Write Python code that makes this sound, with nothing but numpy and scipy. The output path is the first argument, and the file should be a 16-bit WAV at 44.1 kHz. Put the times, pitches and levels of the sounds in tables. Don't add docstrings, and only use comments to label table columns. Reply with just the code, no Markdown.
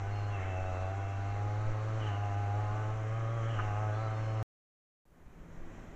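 import sys
import numpy as np
from scipy import signal
from scipy.io import wavfile

SR = 44100
rng = np.random.default_rng(int(sys.argv[2]) if len(sys.argv) > 2 else 0)


def wav_out(sig):
    wavfile.write(sys.argv[1], SR, np.round(np.clip(np.atleast_2d(sig).T, -1, 1) * 32767).astype(np.int16))


N = 262395

# time in seconds, firings per second.
ENGINE_SPEED = [(0.04, 98.7), (0.135, 102.6), (0.345, 101.7), (0.415, 93.0), (0.495, 96.0), (0.545, 91.6),
                (0.605, 93.8), (0.765, 92.3), (0.895, 95.1), (0.98, 98.9), (1.03, 97.3), (1.095, 99.2),
                (1.15, 97.9), (1.265, 99.1), (1.295, 100.3), (1.595, 105.3), (1.69, 108.0), (1.785, 107.0),
                (1.97, 110.1), (2.04, 107.8), (2.135, 99.6), (2.165, 101.6), (2.25, 102.5), (2.32, 100.0),
                (2.41, 102.2), (2.485, 100.5), (2.61, 105.2), (2.695, 103.5), (2.78, 107.8), (2.88, 106.5),
                (2.955, 109.9), (3.055, 108.7), (3.18, 113.8), (3.265, 111.4), (3.355, 116.0),
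                (3.42, 111.1), (3.52, 114.8), (3.6, 101.0), (3.63, 106.5), (3.735, 102.1), (3.82, 107.3),
                (3.915, 104.9), (4.03, 111.5), (4.085, 108.1), (4.225, 109.9), (4.385, 109.4)]
# pitch in Hz, base level in dB of a line there.
LINE_LEVELS = [(90, -36.5), (104, -34), (117, -35.5), (190, -74), (280, -61), (325, -56.5), (375, -58.5),
               (430, -54.5), (490, -64), (555, -52.5), (605, -58.5), (640, -52), (740, -54), (785, -54.5),
               (825, -53.5), (858, -57), (880, -72), (945, -70.5), (990, -60), (1040, -65), (1110, -61),
               (1180, -58), (1240, -55.5), (1300, -56), (1370, -66.5), (1500, -62), (1650, -72),
               (2100, -73.5)]
# multiple of the firing rate, added level in dB; others 0.
PULSE_SHAPE = [(5, 3), (6, -1), (7, 2.5), (8, 4.5), (10, 3), (11, -2), (13, -5), (15, 4)]
# time in seconds, multiples 1-5 (thump) in dB, 6-9 (buzz) in dB, 10 up (rasp) in dB.
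LINE_SWING = [(0, -2, -1.5, -6.5), (.3, -1.3, -3, 1.5), (.55, -.6, 1, -2.5), (.85, -0.7, 2.5, 2),
              (1.1, -2, -1.5, -1.5), (1.4, 0, 1, -1.5), (1.8, -0.2, -4, 1.3), (2.2, 0.2, 2, 3.5),
              (2.5, 1.2, 3.5, 2), (2.75, -0.5, 1, 5.5), (3.0, -1, -1, 1), (3.2, 0.5, -2, 2.5),
              (3.45, 0.8, -5.5, 5.5), (3.65, -0.5, 1.5, 3.5), (3.85, 0.7, 3, 5.5), (4.1, -1, 2.5, 6),
              (4.25, -1, -2, 4.5), (4.42, 2, 2, -0.5)]
# frequency in Hz, relative density in dB per Hz.
ROAR_SPECTRUM = [(76, -26.5), (130, -13.5), (158, -19), (306, -16), (457, -20), (771, -16.5), (918, -23),
                 (1230, -17.5), (1690, -27), (2080, -23), (2270, -29), (4730, -46), (6150, -32.5),
                 (7320, -41), (8420, -58), (10900, -88), (18500, -120)]
# time in seconds, crunch level in dB.
BLADE_BITES = [(0.42, -55), (2.065, -56.5), (3.6, -53.5)]
# time in seconds, level in dB, centre in Hz.
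TEETH_HISS = [(0, -74, 2807), (.3, -65, 2854), (.45, -73, 2892), (.9, -79.5, 2767), (1.9, -71.5, 2885),
              (1.99, -67, 2980), (2.02, -56, 2974), (2.14, -57, 2852), (2.2, -61.5, 2787),
              (2.4, -63.5, 2719), (2.5, -65.5, 2680), (3.35, -72.5, 3126), (3.5, -59, 2982),
              (3.58, -56, 2917), (3.635, -54, 2847), (3.66, -60.5, 2733), (3.8, -63.5, 2693),
              (4.0, -72, 2880), (4.42, -64.5, 2877)]
# time in seconds, level in dB.
SIZZLE_LEVELS = [(0, -87), (.1, -71), (.22, -72), (.48, -87.5), (.8, -67), (.93, -76), (1.1, -81),
                 (1.19, -67), (1.35, -68), (2.09, -70.5), (2.7, -72), (3.17, -77), (3.92, -80),
                 (4.15, -80.5), (4.42, -76)]
# time of the middle in seconds, change of the wind level in dB.
WIND_SWELLS = [(1.701, -1), (5.3, 2), (5.63, -2), (5.79, -3)]
# start in seconds, end in seconds, start in Hz, end in Hz, level in dB.
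WHISTLE_GLIDES = [(0.04, 0.27, 2760, 2780, -67), (0.09, 0.34, 4285, 4240, -66),
                  (0.13, 0.31, 5030, 4980, -71), (0.2, 0.27, 4080, 4070, -74),
                  (0.65, 0.74, 4880, 4870, -77), (0.7, 0.77, 4160, 4150, -75),
                  (0.82, 0.93, 3410, 3390, -75), (0.86, 0.98, 5000, 4990, -78),
                  (0.27, 0.35, 4430, 4420, -73), (0.28, 0.38, 3310, 3290, -71),
                  (0.34, 0.57, 3030, 3020, -67), (0.62, 0.67, 4390, 4370, -75),
                  (0.86, 0.95, 4050, 4040, -76), (1.25, 1.42, 4260, 4240, -75),
                  (0.65, 0.71, 3830, 3760, -70), (0.75, 0.86, 3930, 3950, -74),
                  (0.84, 0.92, 3580, 3570, -74), (0.92, 1.15, 3320, 3320, -76),
                  (1.42, 2.3, 4250, 4270, -80), (1.3, 2.75, 4450, 4420, -81), (3.28, 3.42, 3320, 3220, -70),
                  (3.44, 3.55, 3310, 3200, -69), (3.92, 3.99, 3340, 3420, -70),
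                  (3.93, 4.06, 3580, 3550, -72), (3.93, 3.975, 4070, 4070, -71),
                  (3.985, 4.09, 4085, 4060, -67), (3.93, 4.07, 4460, 4420, -70),
                  (3.97, 4.1, 4790, 4800, -74), (3.97, 4.13, 3910, 3920, -71),
                  (4.08, 4.28, 4270, 4410, -72), (4.07, 4.14, 3090, 2960, -66),
                  (4.08, 4.18, 4990, 5040, -72), (4.14, 4.32, 5190, 5350, -71),
                  (4.34, 4.43, 5400, 5470, -72), (3.93, 4.0, 4250, 4230, -73), (4.03, 4.1, 4560, 4640, -73),
                  (4.14, 4.2, 3570, 3620, -74), (4.33, 4.42, 3890, 3950, -75),
                  (4.05, 4.16, 4090, 4130, -74), (4.23, 4.36, 4180, 4295, -69),
                  (4.365, 4.42, 4300, 4340, -70), (4.25, 4.38, 3020, 3010, -67),
                  (4.23, 4.43, 4920, 5090, -71)]
# offset in Hz from the ringing pitch, relative level in dB.
DISC_MODES = [(-33, 0), (32, 0), (120, -10)]
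# time in seconds, level in dB, pitch in Hz.
DISC_RINGING = [(.29, -72, 2800), (.335, -53, 2720), (.36, -55, 2640), (.42, -59, 2650), (.47, -61, 2660),
                (.52, -54, 2670), (.575, -54, 2650), (.64, -60, 2635), (.69, -62, 2650), (.76, -57, 2645),
                (.83, -58, 2655), (.9, -65, 2670), (.99, -69, 2680), (1.07, -59, 2670), (1.13, -60, 2670),
                (1.2, -68, 2690), (1.3, -63, 2700), (1.4, -72, 2700)]
# centre in seconds, peak in dB, half length in seconds.
AIR_BUFFETS = [(1.697, -30.5, 0.013), (5.272, -53, 0.0076), (5.415, -44, 0.0042), (5.597, -41, .013),
               (5.672, -42, 0.017), (5.81, -48, 0.0063)]
# time in seconds, relative strike level in dB.
STEM_KNOCKS = [(3.5885, -39), (3.5908, -36.5), (3.5965, -35.5), (3.6005, -38), (3.6045, -42)]
# frequency in Hz, relative level in dB, time to fall 60 dB in seconds.
STEM_MODES = [(1100, 3, 0.008), (1250, 2, 0.008), (1500, 1, 0.007), (1800, 1, 0.005), (2300, 3, 0.004)]
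# frequency in Hz, relative density in dB per Hz.
HUSH_SPECTRUM = [(59, -37), (100, -12), (171, -7), (258, -9), (322, -14.5), (395, -11.5), (433, -9.5),
                 (475, -21.5), (605, -13), (798, -19), (1810, -23.5), (4740, -44.5), (5920, -36),
                 (7530, -38), (8420, -47), (10900, -77), (18500, -120)]
# frequency in Hz, width in Hz, level in dB relative to the hush.
FAR_HUM_TONES = [(166, 5, -5), (332.6, 8.1, -10.5)]
# time in seconds, hush change in dB, wind change in dB.
QUIET_FADE = [(5.05, -20, -25), (5.18, -10.5, -10.5), (5.4, -5.5, -8.5), (5.6, -1.5, -1), (5.75, 0.5, -1),
              (5.95, -0.5, -5)]

HUNT_HZ = 0.2
SHARED_SLIP_RAD, OWN_SLIP_RAD, RASP_SLIP_RAD = 0.5, 0.7, 0.6
RASP_BREAKS_DB, RASP_BREAKS_PER_S = 2.4, 7.0
ROAR_DB, BITE_ROAR_DB = -49, 1.5
ROAR_FOLLOWS = 0.13
BAND_HZ, BAND_WIDTH_HZ, BAND_DB = 2120, 57, -66
BITE_RISE_DB_PER_S, BITE_FALL_DB_PER_S = 110, 65
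TEETH_HALF_WIDTH_HZ, FREE_CRUNCH_DB = 160, -65
WIND_DB, SWELL_HALF_S = -48.5, 0.045
HUSH_DB, BREEZE_DB = -52.5, -52
SILENT_FROM_S, SILENT_TO_S = 4.4282, 5.0535
PORT_HZ, PORT_WIDTH_HZ, PORT_DEPTH = 4910, 1500, 0.57
MIC_TOP_HZ, HISS_DB, CUTOFF_HZ = 7480, -81, 15700

T_S = np.arange(N) / SR


def amp(db):
    return 10 ** (np.asarray(db) / 20)


def rms_one(x):
    return x / np.sqrt(np.mean(x ** 2) + 1e-20)


def in_time(rows):
    times_s, *columns = np.transpose(rows)
    return [np.interp(T_S, times_s, column) for column in columns]


def drift(rate_hz):
    r = np.exp(-2 * np.pi * rate_hz * 40 / SR)
    white = rng.standard_normal(N // 40 + 2002)
    slow = signal.lfilter([1], [1, -2 * r, r * r], white)[2000:]
    return np.interp(np.arange(N) / 40, np.arange(len(slow)), rms_one(slow))


def filtered(x, order, hz, kind="low"):
    return signal.sosfilt(signal.butter(order, hz, kind, fs=SR, output="sos"), x)


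def resonance(x, hz, width_hz):
    r = np.exp(-np.pi * width_hz / SR)
    poles = [1, -2 * r * np.cos(2 * np.pi * hz / SR), r * r]
    return signal.lfilter(np.array([1, 0, -1]) * (1 - r * r) / 2, poles, x)


def narrow_noise(white, hz, width_hz):
    return rms_one(resonance(resonance(white, hz, width_hz), hz, width_hz))


def phase(hz):
    return 2 * np.pi * np.cumsum(hz) / SR


def coloured(spectrum, patchy_db):
    hz, db = np.transpose(spectrum)
    out, together = 0, drift(3.0)
    edges_hz = 100 * 2 ** np.arange(0, 6.6, 1 / 3)
    white = rng.standard_normal((2, N))
    for k, (low_hz, high_hz) in enumerate(zip(edges_hz, edges_hz[1:])):
        band = filtered(white[k % 2], 2, [low_hz, high_hz], "band")
        level_db = np.interp(np.log(low_hz * high_hz) / 2, np.log(hz), db)
        flicker_db = patchy_db * (0.4 * together + drift(23))
        out = out + amp(level_db + flicker_db) * band
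    return rms_one(out)


def bite():
    gains = []
    for s, _ in BLADE_BITES:
        since_s = T_S - s
        gains.append(amp(np.where(since_s < 0, BITE_RISE_DB_PER_S * since_s, -BITE_FALL_DB_PER_S * since_s)))
    return np.array(gains)


def firing_lines(turn, rate, swings_db):
    thump_db, buzz_db, rasp_db = swings_db
    pulse_db = {round(k): db for k, db in PULSE_SHAPE}
    out, shared_slip = np.zeros(N), SHARED_SLIP_RAD * drift(0.9)
    for k in range(1, 19):
        swing_db = thump_db if k < 6 else buzz_db if k < 10 else rasp_db
        level_db = np.interp(k * rate, *np.transpose(LINE_LEVELS)) + pulse_db.get(k, 0) + swing_db
        if k == 1:
            slip = 0
            flutter_db = 0.45 * drift(13)
        else:
            slip = 0.036 * (k - 1) * drift(4.6) + OWN_SLIP_RAD * drift(0.98) + shared_slip
            flutter_db = 1.9 * drift(34) + 0.62 * drift(1.8)
        if k >= 10:
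            flutter_db = flutter_db + RASP_BREAKS_DB * (drift(RASP_BREAKS_PER_S) - 1)
            slip = slip + RASP_SLIP_RAD * drift(6.9)
        out += np.sqrt(2) * amp(level_db + flutter_db) * np.cos(k * turn + slip)
    return out


def roar(turn, rasp_db):
    noise = coloured(ROAR_SPECTRUM, patchy_db=1.0)
    puffed = noise + 0.32 * np.cos(turn) * filtered(noise, 2, 2500)
    swell_db = ROAR_FOLLOWS * rasp_db + BITE_ROAR_DB * bite().sum(axis=0)
    return amp(ROAR_DB + swell_db) * puffed


def engine():
    rate = in_time(ENGINE_SPEED)[0] + HUNT_HZ * drift(14.8)
    swings_db, turn = in_time(LINE_SWING), phase(rate)
    band = narrow_noise(rng.standard_normal(N), BAND_HZ, BAND_WIDTH_HZ)
    return firing_lines(turn, rate, swings_db) + roar(turn, swings_db[2]) + amp(BAND_DB) * band


def blade():
    hiss_db, centre_hz = in_time(TEETH_HISS)
    white = rng.standard_normal((4, N))
    spread = filtered(white[:2], 2, TEETH_HALF_WIDTH_HZ)
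    turn = phase(centre_hz)
    hiss = rms_one(spread[0] * np.cos(turn) + spread[1] * np.sin(turn))
    sizzle = rms_one(filtered(white[2], 4, [3600, 4900], "band"))
    crunch = rms_one(filtered(white[3], 2, [1400, 2300], "band"))
    crunch_gain = amp(FREE_CRUNCH_DB) + amp(np.transpose(BLADE_BITES)[1]) @ bite()
    return (amp(hiss_db + 1.3 * drift(30)) * hiss
            + amp(in_time(SIZZLE_LEVELS)[0] + 1.1 * drift(8.7)) * sizzle
            + amp(2.5 * drift(2.8)) * crunch_gain * crunch)


def wind():
    low = filtered(rng.standard_normal(N), 2, [8, 85], "band")
    low = filtered(low, 1, 14)
    swells_db = sum(db * np.exp(-((T_S - s) / SWELL_HALF_S) ** 2) for s, db in WIND_SWELLS)
    return amp(WIND_DB + swells_db + 2.0 * drift(2.9)) * rms_one(low)


def whistles():
    out, waver = np.zeros(N), drift(25)
    for start_s, end_s, from_hz, to_hz, db in WHISTLE_GLIDES:
        i, j = round(start_s * SR), round(end_s * SR)
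        turn = phase(np.linspace(from_hz, to_hz, j - i))
        height = np.sqrt(2) * amp(db + 2.0 * waver[i:j]) * signal.windows.tukey(j - i, 0.3)
        waver_rad = 0.3 if from_hz > 3450 else 0.9
        out[i:j] += height * np.sin(turn + waver_rad * waver[i:j])
    return out


def disc():
    level_db, pitch_hz = in_time([(0, -90, 2800), *DISC_RINGING, (1.7, -90, 2700)])
    modes = 0
    for offset_hz, db in DISC_MODES:
        flutter = amp(db + 2.4 * drift(40))
        modes = modes + flutter * np.sin(phase(pitch_hz + offset_hz) + 0.8 * drift(25))
    return amp(level_db) * rms_one(modes)


def buffets():
    out = 0
    for s, db, half_s in AIR_BUFFETS:
        x = (T_S - s) / half_s
        out = out + amp(db) * x * np.exp((1 - x ** 2) / 2)
    return out


def knocks():
    clicks, out = np.full(N, 1e-18), 0
    for s, db in STEM_KNOCKS:
        clicks[round(s * SR)] = amp(db + 6.5)
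    soft = resonance(resonance(clicks, 1200, 450), 1400, 1000) * 17
    for hz, db, t60_s in STEM_MODES:
        r, w = amp(-60 / (t60_s * SR)), 2 * np.pi * hz / SR
        out = out + signal.lfilter([0, amp(db - 25) * np.sin(w)], [1, -2 * r * np.cos(w), r * r], soft)
    return out


def far_hum():
    white = rng.standard_normal(N)
    return sum(amp(db) * narrow_noise(white, hz, width_hz) for hz, width_hz, db in FAR_HUM_TONES)


def quiet_wood(rumble):
    hush_db, wind_db = in_time(QUIET_FADE)
    breeze = rms_one(filtered(rng.standard_normal(N), 2, [25, 95], "band"))
    air = rumble + amp(BREEZE_DB + 1.5 * drift(9.8)) * breeze
    hush = coloured(HUSH_SPECTRUM, patchy_db=0.8)
    return amp(wind_db) * air + amp(HUSH_DB + hush_db) * (hush + far_hum())


def scene():
    rumble = wind()
    first = engine() + blade() + rumble + whistles() + disc() + knocks()
    second = quiet_wood(rumble)
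    return np.where(T_S < (SILENT_FROM_S + SILENT_TO_S) / 2, first, second)[None] + buffets()


def record(dry):
    mic = dry - PORT_DEPTH * resonance(dry, PORT_HZ, PORT_WIDTH_HZ)
    mic = filtered(mic, 10, MIC_TOP_HZ)
    hissy = mic + amp(HISS_DB) * rng.standard_normal(N)
    heard = hissy * ((T_S < SILENT_FROM_S) | (T_S > SILENT_TO_S))
    return signal.sosfilt(signal.cheby2(20, 50, CUTOFF_HZ, fs=SR, output="sos"), heard)


dry = scene()
out = record(dry)
wav_out(out)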